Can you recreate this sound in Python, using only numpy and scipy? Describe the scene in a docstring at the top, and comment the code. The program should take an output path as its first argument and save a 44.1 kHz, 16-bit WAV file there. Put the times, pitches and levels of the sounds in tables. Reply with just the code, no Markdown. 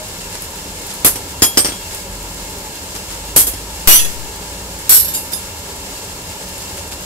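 """A small tin shed: a smith strikes hot iron on a rail anvil, rests the hammer on it, and strikes again.
He drops the hammer among his tools and throws the forged piece onto a heap of iron. Each impact cracks,
thuds and rings the iron's modes, echoed by the walls; tongs tick and iron scrapes in between.
Air blown through the crackling forge roars throughout, and a distant engine gathers speed outside.
The blows overload the microphones."""
import sys
import numpy as np
from scipy import signal
from scipy.fft import rfft, irfft
from scipy.io import wavfile
from scipy.ndimage import uniform_filter1d

SR = 44100
rng = np.random.default_rng(int(sys.argv[2]) if len(sys.argv) > 2 else 0)


def unload_wav(signal):
    """Save mono or channel-first audio to the path in sys.argv[1] as 16-bit WAV at rate SR, clipped to [-1, 1]."""
    wavfile.write(
        sys.argv[1],
        SR,
        np.round(np.clip(np.atleast_2d(signal).T, -1, 1) * 32767).astype(np.int16),
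    )


N = 310905
AGE_S = np.arange(24576) / SR  # time since an impact

# Spectra of a sharp snap and of loose iron colliding. Each row: frequency in Hz, density in dB.
SNAP_SPECTRUM = [(300, -14), (1500, -63), (3000, -15), (5500, -8), (8000, 0.5), (10000, 1.5), (12000, 6),
                 (13500, -2.5), (15500, -7)]
CLANK_SPECTRUM = [(300, -29), (1500, -14), (3000, -12), (5500, -10), (8000, -2.5), (10000, -2),
                  (12000, 1.5), (13500, 1), (15500, -10)]
# Resonances of the tool pile. Each row: centre in Hz, width in Hz, boost in dB.
TOOL_PILE_PEAKS = [(3120, 1100, 8), (7100, 500, -1), (11500, 440, 7)]
# Iron landing on iron. Each row: start in seconds, object, then crack, thud, ring and left-right in dB.
CLANKS = [(3.8734, "tools", 7, 0, 2, 5.5), (3.892, "tools", -7, -15, -12, 5),
          (3.9120, "tools", -4.5, -16, -6.5, -5.5), (3.9430, "bar", -9.5, -37, -1.5, -2.5),
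          (3.9560, "bar", -10, -46, -24, -1), (3.998, "bar", -30, -42, -27, 6),
          (3.9920, "small tools", -23, -33, -9.5, -2.5), (4.047, "small tools", -28.5, -30, -19, -1),
          (4.8934, "piece", 0, -18.5, -4, -3), (4.9220, "piece", 0, -16, -2.5, 4.5),
          (4.944, "heap", -4.5, -47, -7.5, -12), (4.967, "heap", -16, -50, -11, 0),
          (4.9980, "heap", -14.5, -46, -14, -3), (5.0460, "heap", -20, -46, -19, -2),
          (5.0820, "heap", -24, -41, -16, -3), (5.138, "rod", -27, -37, -19, 2),
          (5.147, "rod", -22, -44, -14.5, -1.5), (5.3205, "tongs", -30, -53, -26, -6),
          (5.3330, "tongs", -39, -50, -13, -5), (5.3480, "tongs", -40, -49, -37, 0)]


def amp(db):
    """Decibels to gain."""
    return 10 ** (np.asarray(db) / 20)


def curve_at(points, hz):
    """Interpolate a table over log frequency."""
    points_hz, value = np.transpose(points)
    return np.interp(np.log(hz + 1), np.log(points_hz + 1), value)


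def add(mix, start_s, sound):
    """Mix a stereo sound in at start_s."""
    part = mix[:, round(start_s * SR):][:, :sound.shape[1]]
    part += sound[:, :part.shape[1]]


def decay(t60_s):
    """Exponential decay, 60 dB in t60_s."""
    return amp(-60 * AGE_S / t60_s)


def arch(start_s, length_s):
    """Half-sine envelope."""
    return np.sin(np.pi * np.clip((np.arange(N) / SR - start_s) / length_s, 0, 1))


def waver(rms_db, top_hz):
    """Slow random gain."""
    t = np.arange(0, N, 256) / SR
    rates_hz = np.geomspace(top_hz / 20, top_hz, 20)
    drift = sum(np.sin(2 * np.pi * (hz * t + rng.random())) for hz in rates_hz) / np.sqrt(10)
    return amp(rms_db * np.interp(np.arange(N) / SR, t, drift))


def diffuse_noise(spectrum, size=len(AGE_S), peaks=(), left_lag_s=0.000104):
    """Coloured noise reaching two microphones from all round the shed; unit RMS in mono."""
    # Each row: frequency in Hz, coherence between the microphones.
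    coherences = [(60, 1.1), (130, 1), (290, 1.3), (640, 1.13), (1410, 0.09), (3100, 0.44), (6820, -0.2452),
                  (15000, 0.13)]
    # Each row: frequency in Hz, left-right balance in dB.
    balance = [(60, -1), (110, -0.5), (200, 0), (380, 0), (700, 0.5), (1290, 0), (2380, 3.5), (4400, 0),
               (8120, -0.5), (15000, -2.0)]
    hz = np.fft.rfftfreq(size, 1 / SR)
    left, unrelated = rng.standard_normal((2, len(hz))) + 1j * rng.standard_normal((2, len(hz)))
    coherence = np.clip(curve_at(coherences, hz), 0, 1)
    right = coherence * left + np.sqrt(1 - coherence ** 2) * unrelated
    right *= np.exp(2j * np.pi * hz * left_lag_s)
    pan = amp(curve_at(balance, hz) / 2)
    peaks_db = sum(db / (1 + (2 * (hz - centre_hz) / width_hz) ** 2) for centre_hz, width_hz, db in peaks)
    noise = irfft(np.array([left * pan, right / pan]) * amp(curve_at(spectrum, hz) + peaks_db), size)
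    return noise / noise.mean(0).std()


def shed_echo(t60_s, tail_db=-34, tail_t60_s=0.74, rise_s=0.00021):
    """Echo envelope: the close walls answer at once and a faint tail lingers."""
    return (decay(t60_s) + amp(tail_db) * decay(tail_t60_s)) * (1 - np.exp(-AGE_S / rise_s))


def forge(rumble_db=-38.5, roar_db=-35.5, hiss_db=-33.5, crackle_db=-48, crackles_per_s=14):
    """Air blown through coals: rumble, humming roar, hiss and faint crackle."""
    # Each row: frequency in Hz, density in dB.
    rumble_spectrum = [(20, -18), (40, -1.5), (56, -7.5), (85, 2), (105, -6.5), (125, -7.5), (200, -13.5),
                       (500, -66)]
    roar_spectrum = [(65, -35), (110, -16), (183, 2.5), (227, -6), (284, -0.5), (403, -6), (439, -3),
                     (567, -1.5), (701, -8.5), (934, -2), (1130, -10), (1400, -10.5), (1820, -62),
                     (3080, -120)]
    hiss_spectrum = [(820, -62), (1400, 0.5), (1490, -9), (1710, 0), (1990, -5.5), (2120, -3), (2460, -3),
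                     (2640, -0.5), (3580, -1), (4560, 0.5), (6040, -1.5), (7320, 3), (10000, -5),
                     (11600, -3.5), (15600, -10)]
    # Steady hums. Each row: centre in Hz, width in Hz, boost in dB.
    low_hums = [(70.4, 5.4, 5), (102, 5.4, 6)]
    hums = [(189, 13.4, 2), (401.2, 18.6, 9.2), (562, 11, 3.6), (867.7, 13.5, 9.2), (951, 18, 5.6),
            (1620, 90, 5.9), (2157, 43, 8.2), (2746, 21, 11.1), (5270, 140, 4.2), (7160, 1400, 0.82)]
    rumble = amp(rumble_db) * diffuse_noise(rumble_spectrum, N, low_hums)
    roar = amp(roar_db) * diffuse_noise(roar_spectrum, N, hums) * waver(rms_db=0.5, top_hz=12)
    hiss = amp(hiss_db) * diffuse_noise(hiss_spectrum, N, hums) * waver(rms_db=0.7, top_hz=18)
    impulses = (rng.random(N) < crackles_per_s / SR) * rng.uniform(0.16, 1, N)
    snap = diffuse_noise(SNAP_SPECTRUM) * (decay(0.015) + 0.19 * decay(0.067))
    crackle = signal.oaconvolve(impulses[None], snap, axes=1)[:, :N]
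    return rumble + roar + hiss + amp(crackle_db) * crackle / crackle.std()


def engine(idle_hz=43.7, cruise_hz=57, pull_away_s=1.2, run_up_s=4.7, octave_db=-20):
    """A far engine speeds up; only its firing rate and a weak octave reach the shed."""
    # Each row: time in seconds, level in dB.
    levels = [(0.0, -47), (1.95, -45), (2.16, -33), (2.75, -47), (3.48, -33), (4.05, -43), (4.7, -37.5),
              (5.15, -43), (7.05, -50)]
    t = np.arange(N) / SR
    run_up = np.sin(np.pi / 2 * np.clip((t - pull_away_s) / run_up_s, 0, 1)) ** 2
    firing_hz = idle_hz + (cruise_hz - idle_hz) * run_up
    phase = 2 * np.pi * (np.cumsum(firing_hz) / SR + rng.random())
    drone = np.sqrt(2) * (np.sin(phase) + amp(octave_db) * np.sin(2 * phase))
    return drone * amp(np.interp(t, *np.transpose(levels))) * waver(rms_db=1.0, top_hz=3.1)


def hoot_and_squeak():
    """Two faint, brief tones: a far-off hoot and a thin squeak."""
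    # Each row: start in seconds, length in seconds, pitch in Hz, level in dB.
    tones = [(-0.02, 0.085, 621, -31.5), (6.574, .12, 2710, -45)]
    t = np.arange(N) / SR
    return sum(amp(db) * arch(start_s, length_s) * np.sin(2 * np.pi * hz * t)
               for start_s, length_s, hz, db in tones)


def scrapes(grain_db=3, grains_per_s=500):
    """Iron dragged over iron and grit, catching as it goes."""
    # Each row: start in seconds, length in seconds, level in dB.
    strokes = [(0.202, 0.024, -33), (0.318, 0.072, -34.5), (0.876, .07, -33.5), (2.943, 0.036, -31.5),
               (3.076, 0.091, -34.5), (5.31, 0.039, -32), (6.6, 0.04, -35.5), (6.758, 0.052, -34.5),
               (6.908, 0.04, -32.5)]
    # Each row: frequency in Hz, density in dB.
    spectrum = [(500, 0), (2000, -0.5), (5000, 1.5), (8000, 2.5), (12000, -5), (15500, -21)]
    grains = rng.standard_normal(N)[(np.arange(N) * grains_per_s / SR).astype(int)]
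    envelope = sum(amp(db) * arch(start_s, length_s) for start_s, length_s, db in strokes)
    return diffuse_noise(spectrum, N) * envelope * amp(grain_db * grains)


def ticks(events, echo_db=-10, snap_t60_s=0.0094):
    """A short, bright snap and its echo for each event."""
    # Each row: frequency in Hz, density in dB.
    spectrum = [(300, -22), (1500, -7), (5500, -10), (8000, -2), (12000, 2.5), (13500, -8), (15500, -10)]
    out = np.zeros((2, N))
    envelope = decay(snap_t60_s) + amp(echo_db) * shed_echo(t60_s=0.26)
    for start_s, db in events:
        add(out, start_s, amp(db) * diffuse_noise(spectrum) * envelope)
    return out


def tong_touches():
    """The tongs tap the work lightly."""
    # Each row: start in seconds, level in dB.
    touches = [(0.421, -22.5), (0.939, -24.5), (1.947, -22), (2.951, -26), (4.7889, -27.5)]
    return ticks(touches)


def coal_pops(count=6, max_db=-26.5, range_db=7):
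    """Coals pop at random times and levels."""
    return ticks([(when * N / SR, max_db - range_db * drop) for when, drop in rng.random((count, 2))])


def crack(spectrum, t60_s, peaks=()):
    """The snap of contact, scattered by the tin walls."""
    return diffuse_noise(spectrum, peaks=peaks) * shed_echo(t60_s)


def air_push(at_s, width_s):
    """A dip in pressure and its rebound."""
    u = (AGE_S - at_s) / width_s
    return 2 * u * np.exp(-u ** 2 / 2)


def thud(t60_s, push_db, wash_db=0, push_s=0.00053, lag_s=0.002, low_cut_hz=160):
    """The struck mass, too small for deep bass, shoves the air once; reflections and a wash follow."""
    # Near walls. Each row: delay in seconds, level in dB, left-right in dB.
    walls = [(.0035, -18, 4), (0.0114, -10.5, -3), (0.0181, -19, 7), (.027, -17.5, -5)]
    # Each row: frequency in Hz, density in dB.
    wash_spectrum = [(30, -10), (90, 5), (180, -7), (300, 0.5), (500, -1.5), (850, -2), (1300, -2),
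                     (2500, -3.5), (5000, -3.5), (12000, -13.5)]
    echoes = sum(amp([[db + pan_db / 2], [db - pan_db / 2]]) * air_push(lag_s + delay_s, push_s)
                 for delay_s, db, pan_db in walls)
    low_cut = signal.butter(2, low_cut_hz, "high", fs=SR)
    knock = signal.lfilter(*low_cut, air_push(lag_s, push_s) + echoes)
    wash = diffuse_noise(wash_spectrum) * shed_echo(t60_s)
    return amp(wash_db) * wash + amp(push_db) * knock


def ring(modes, wet_db=-3, echo_t60_s=0.16, right_lag_s=5.1e-5):
    """Struck iron rings in decaying modes, heard directly and blurred by the walls."""
    age_s = AGE_S - np.array([[0], [right_lag_s]])
    echoes = rng.standard_normal((2, len(AGE_S))) * shed_echo(echo_t60_s)
    room = (AGE_S == 0) + amp(wet_db) * echoes / np.linalg.norm(echoes, axis=1, keepdims=True)
    room_power = uniform_filter1d((abs(rfft(room)) ** 2).mean(0), size=9)
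    flatten = np.sqrt(room_power.mean() / room_power)  # keeps the modes' balance through the room
    bins_hz = np.fft.rfftfreq(len(AGE_S), 1 / SR)
    direct = np.zeros_like(age_s)
    for hz, db, t60_s in modes:
        gain = amp(db) * np.interp(hz, bins_hz, flatten)
        direct += gain * decay(t60_s) * np.sin(2 * np.pi * (hz * age_s + rng.random()))
    return signal.fftconvolve(direct, room, axes=1)[:, :len(AGE_S)]


def hammering():
    """Each blow cracks, thuds and rings the rail, the hammer head and loose iron on the anvil."""
    # Each row: start in seconds, then levels in dB of crack, thud, rail ring, long rail note,
    # head ring, head overtone and loose iron.
    blows = [(1.0466, 1.5, -5, -26, -36, -3, -20, -20), (1.157, -29, -28, -40, -27, -44, -44, -21),
             (1.4207, -9, -6, -3, -2, -4, -3.5, -5.5), (1.573, -15, -9.5, -8, -14, -22, -9, -0.5),
             (1.6457, -36, -21.5, -24, -24, -32, -24, -12), (1.656, -36, -21, -33, -30, -32, -26, -11),
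             (1.686, -40, -23.5, -37, -28, -34, -29, -26), (1.7200, -49, -27, -43, -19, -39, -34, -38),
             (3.3618, 8.5, -1.5, -14, -9.5, -1, -1, -5), (3.469, -16, -29, -34, -28, -29, -29, -32),
             (3.478, -20, -28, -34, -31, -29, -31, -34), (3.535, -45, -31.5, -35, -24, -38, -38, -40)]
    # Each row: frequency in Hz, level in dB, T60 in seconds.
    rail_modes = [(4990, -7, .06), (5050, -3, 0.06), (5135, -2, 0.05), (5260, -6, .05), (6855, -3, 0.075),
                  (6925, -6, 0.085), (7100, -8, .05), (7220, -9, .06), (8427, -8, 0.11), (8632, -3, 0.13),
                  (10945, -7, 0.11)]
    rail_note = [(3275, -13, .35)]
    head_mode = [(9800, -5, .19)]
    head_overtone = [(12495, -8, .3)]
    loose_modes = [(3090, -17, .1), (4660, -13, 0.06), (4730, -14, 0.06), (5150, -14, 0.05),
                   (5720, -9, 0.07), (5776, -11, .08), (8427, -6, 0.15), (8570, -11, .12), (8660, -8, 0.14),
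                   (11250, -16, 0.07), (11680, -15, .07), (13500, -20, 0.1)]
    out = np.zeros((2, N))
    for start_s, crack_db, thud_db, rail_db, note_db, head_db, overtone_db, loose_db in blows:
        knock = amp(thud_db) * thud(t60_s=0.13, push_db=4, wash_db=-1)
        snap = amp(crack_db) * crack(SNAP_SPECTRUM, t60_s=0.15)
        rail = amp(rail_db) * ring(rail_modes) + amp(note_db) * ring(rail_note, wet_db=-21.5)
        head = amp(head_db) * ring(head_mode, right_lag_s=4e-5)
        head += amp(overtone_db) * ring(head_overtone, wet_db=-7, right_lag_s=1.5e-5)
        add(out, start_s, knock + snap + rail + head + amp(loose_db) * ring(loose_modes))
    return out


def jangle(peaks, mean_count=170, t60_s=0.2):
    """A shaken pile of iron: many weak modes at random pitches."""
    spectrum = rfft(diffuse_noise(CLANK_SPECTRUM, peaks=peaks))
    bins = spectrum.shape[1]
    modes = irfft(spectrum * (rng.random(bins) < mean_count / bins))
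    return modes / modes.mean(0).std() * decay(t60_s)


def clatter(name, modes, pile_peaks, crack_t60_s, jangle_share=0.7):
    """Iron bounces on iron: a crack, the pile's jangle, a thud and the named object's ring."""
    out = np.zeros((2, N))
    pile = np.sqrt(jangle_share) * jangle(pile_peaks)
    for start_s, struck, crack_db, thud_db, ring_db, pan_db in CLANKS:
        if struck != name:
            continue
        snap = np.sqrt(1 - jangle_share) * crack(CLANK_SPECTRUM, crack_t60_s, pile_peaks)
        knock = amp(thud_db) * thud(t60_s=0.17, push_db=-25)
        clank = amp(crack_db) * (snap + pile) + knock + amp(ring_db) * ring(modes, wet_db=0.5)
        add(out, start_s, clank * amp([[pan_db / 2], [-pan_db / 2]]))
    return out


def dropped_hammer():
    """The hammer falls among the tools, ringing them and an iron bar."""
    # Each row: frequency in Hz, level in dB, T60 in seconds.
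    tool_modes = [(2550, -17, .15), (2884, -7.5, .17), (3340, -14, .16), (3663, -13, .14), (4280, -14, .15),
                  (4565, -12, .18), (4850, -14, .15), (5350, -14, .15), (5768, -6, .15), (5978, -9, .16),
                  (7350, -10, .13), (8376, -12, .13), (8755, -13, .17), (10760, -8, .15), (10946, -1, .17),
                  (11950, -1, .14), (12657, 3, .13), (13781, -8, .14), (14440, -9, .13)]
    bar_modes = [(4565, -27, .22), (5982, -9.5, .27), (6532, -18, .24), (9960, -10, .15), (10228, -11, .22),
                 (10795, -9, .24), (10945, -10, .15), (11230, -12, .15), (12731, -14, .13),
                 (13250, -17, .2)]
    small_tool_modes = [(1846, -25, 0.32), (2557, -19, 0.22), (2700, -18, .12), (2850, -19, .11),
                        (3260, -17, .12), (3405, -14, 0.12), (4102, -18, 0.16), (5020, -18, .12),
                        (5130, -19, .12), (6126, -18, 0.28), (6664, -13, .18), (7100, -14, .15),
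                        (7806, -18, .25), (8800, -16, .16), (9437, -17, .3)]
    return (clatter("tools", tool_modes, TOOL_PILE_PEAKS, crack_t60_s=0.19)
            + clatter("bar", bar_modes, TOOL_PILE_PEAKS, crack_t60_s=0.12)
            + clatter("small tools", small_tool_modes, TOOL_PILE_PEAKS, crack_t60_s=0.15))


def low_boom(push_db=-5, push_s=0.003, rumble_db=-16, t60_s=0.34):
    """A deep push and short low rumble as the hammer's crash overloads the microphones."""
    # Each row: frequency in Hz, density in dB.
    spectrum = [(25, 2), (60, 8), (110, -3), (170, -5), (300, -28), (700, -55)]
    out = np.zeros((2, N))
    u = AGE_S / push_s
    push = -amp(push_db) * u * np.exp(1 - u)
    rumble = amp(rumble_db) * diffuse_noise(spectrum) * shed_echo(t60_s)
    add(out, CLANKS[0][0], push + rumble)
    return out


def microphone_swing(level_db=-2, swing_hz=2.8, t60_s=1.35):
    """The left microphone, overloaded as the hammer lands close by, swings off centre and back to rest."""
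    out = np.zeros((2, N))
    envelope = amp(level_db) * decay(t60_s) * (1 - AGE_S / AGE_S[-1])
    swing = -envelope * np.cos(2 * np.pi * swing_hz * AGE_S)
    add(out, CLANKS[0][0], swing * np.array([[1], [0]]))
    return out


def thrown_piece():
    """The forged piece lands, ringing itself, the iron heap and a rod in it."""
    # Each row: frequency in Hz, level in dB, T60 in seconds.
    piece_modes = [(1528, -25, .15), (3900, -19, .13), (4230, -14, .12), (4620, -14, .13), (5480, -15, .13),
                   (5587, -11.5, .15), (6325, -15, .12), (7520, -14, .15), (8123, -10, .16),
                   (8210, -13, .14), (9119, -9, .15), (9407, -9, .15), (11000, -9, .18), (11350, -8, .16),
                   (11860, -8, .18), (12125, -7, .18), (13261, -11, .14), (13420, -11, .15),
                   (14700, -15, .13)]
    heap_modes = [(2971, -26, .2), (3620, -19, .15), (4096, -20, .15), (4573, -19, .16), (5200, -21, .15),
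                  (5560, -20, .15), (5765, -23, .18), (6532, -29, .3), (6605, -26, .25), (7531, -23, .2),
                  (9345, -15, .19), (10447, -13, .38), (11600, -15, .25), (12080, -11, .27),
                  (12238, -15, .24), (12630, -18, .31), (13202, -20, .17), (13428, -18, .2),
                  (13668, -22, .3)]
    rod_modes = [(2880, -23, .14), (3750, -19, .12), (4829, -14, .17), (5991, -17, .15), (7215, -3, 0.13),
                 (8597, -11, 0.27), (9555, -14, .14), (10060, -14, .18), (10940, -18, .25), (11600, -6, .2),
                 (12610, -19, .3)]
    # Each row: centre in Hz, width in Hz, boost in dB.
    heap_peaks = [(4230, 270, 5.2), (4400, 210, 5.1), (5540, 250, 8.3), (8100, 690, 4), (11540, 1500, 7.9)]
    return (clatter("piece", piece_modes, heap_peaks, crack_t60_s=0.18)
            + clatter("heap", heap_modes, heap_peaks, crack_t60_s=0.14)
            + clatter("rod", rod_modes, heap_peaks, crack_t60_s=0.53))


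def tongs_down():
    """The tongs clink onto the tools."""
    # Each row: frequency in Hz, level in dB, T60 in seconds.
    modes = [(3614, -20, .09), (4950, -16, .08), (5049, -13, .1), (6000, -19, .1), (6650, -17, .09),
             (8295, -16, .16), (8497, -16, .16), (9450, -18, .12), (9900, -17, .12), (10451, -14, .17),
             (10847, -15, .18), (11170, -13, .25), (12618, -12, .13)]
    return clatter("tongs", modes, TOOL_PILE_PEAKS, crack_t60_s=0.12)


def scene():
    """The smith's work over the forge and a distant engine."""
    landings = dropped_hammer() + low_boom() + thrown_piece() + tongs_down()
    blows = hammering()
    small_sounds = coal_pops() + tong_touches() + scrapes()
    return landings + blows + small_sounds + forge() + engine() + hoot_and_squeak()


def record(dry, threshold_db=-3, recovery_db_per_s=300, cutoff_hz=15720):
    """A fast limiter holds the blows down; the left microphone's swing joins, peaks clip softly, a low-pass
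    follows."""
    power_db = 10 * np.log10(abs(uniform_filter1d((dry ** 2).mean(0), size=160)) + 1e-12)
    recovery_db = np.arange(N) * recovery_db_per_s / SR
    envelope_db = np.maximum.accumulate(power_db + recovery_db) - recovery_db
    over_db = np.maximum(envelope_db - threshold_db, 0)
    gain_db = -0.8 * uniform_filter1d(over_db, size=100)  # 5:1 ratio
    held = dry * amp(gain_db) + microphone_swing()
    clipped = 1.05 * held / (1 + abs(held) ** 6) ** (1 / 6)
    low_pass = signal.firwin(1023, cutoff_hz, window=("kaiser", 8), fs=SR)
    return signal.oaconvolve(clipped, low_pass[None], "same")


dry = scene()
out = record(dry)
unload_wav(out)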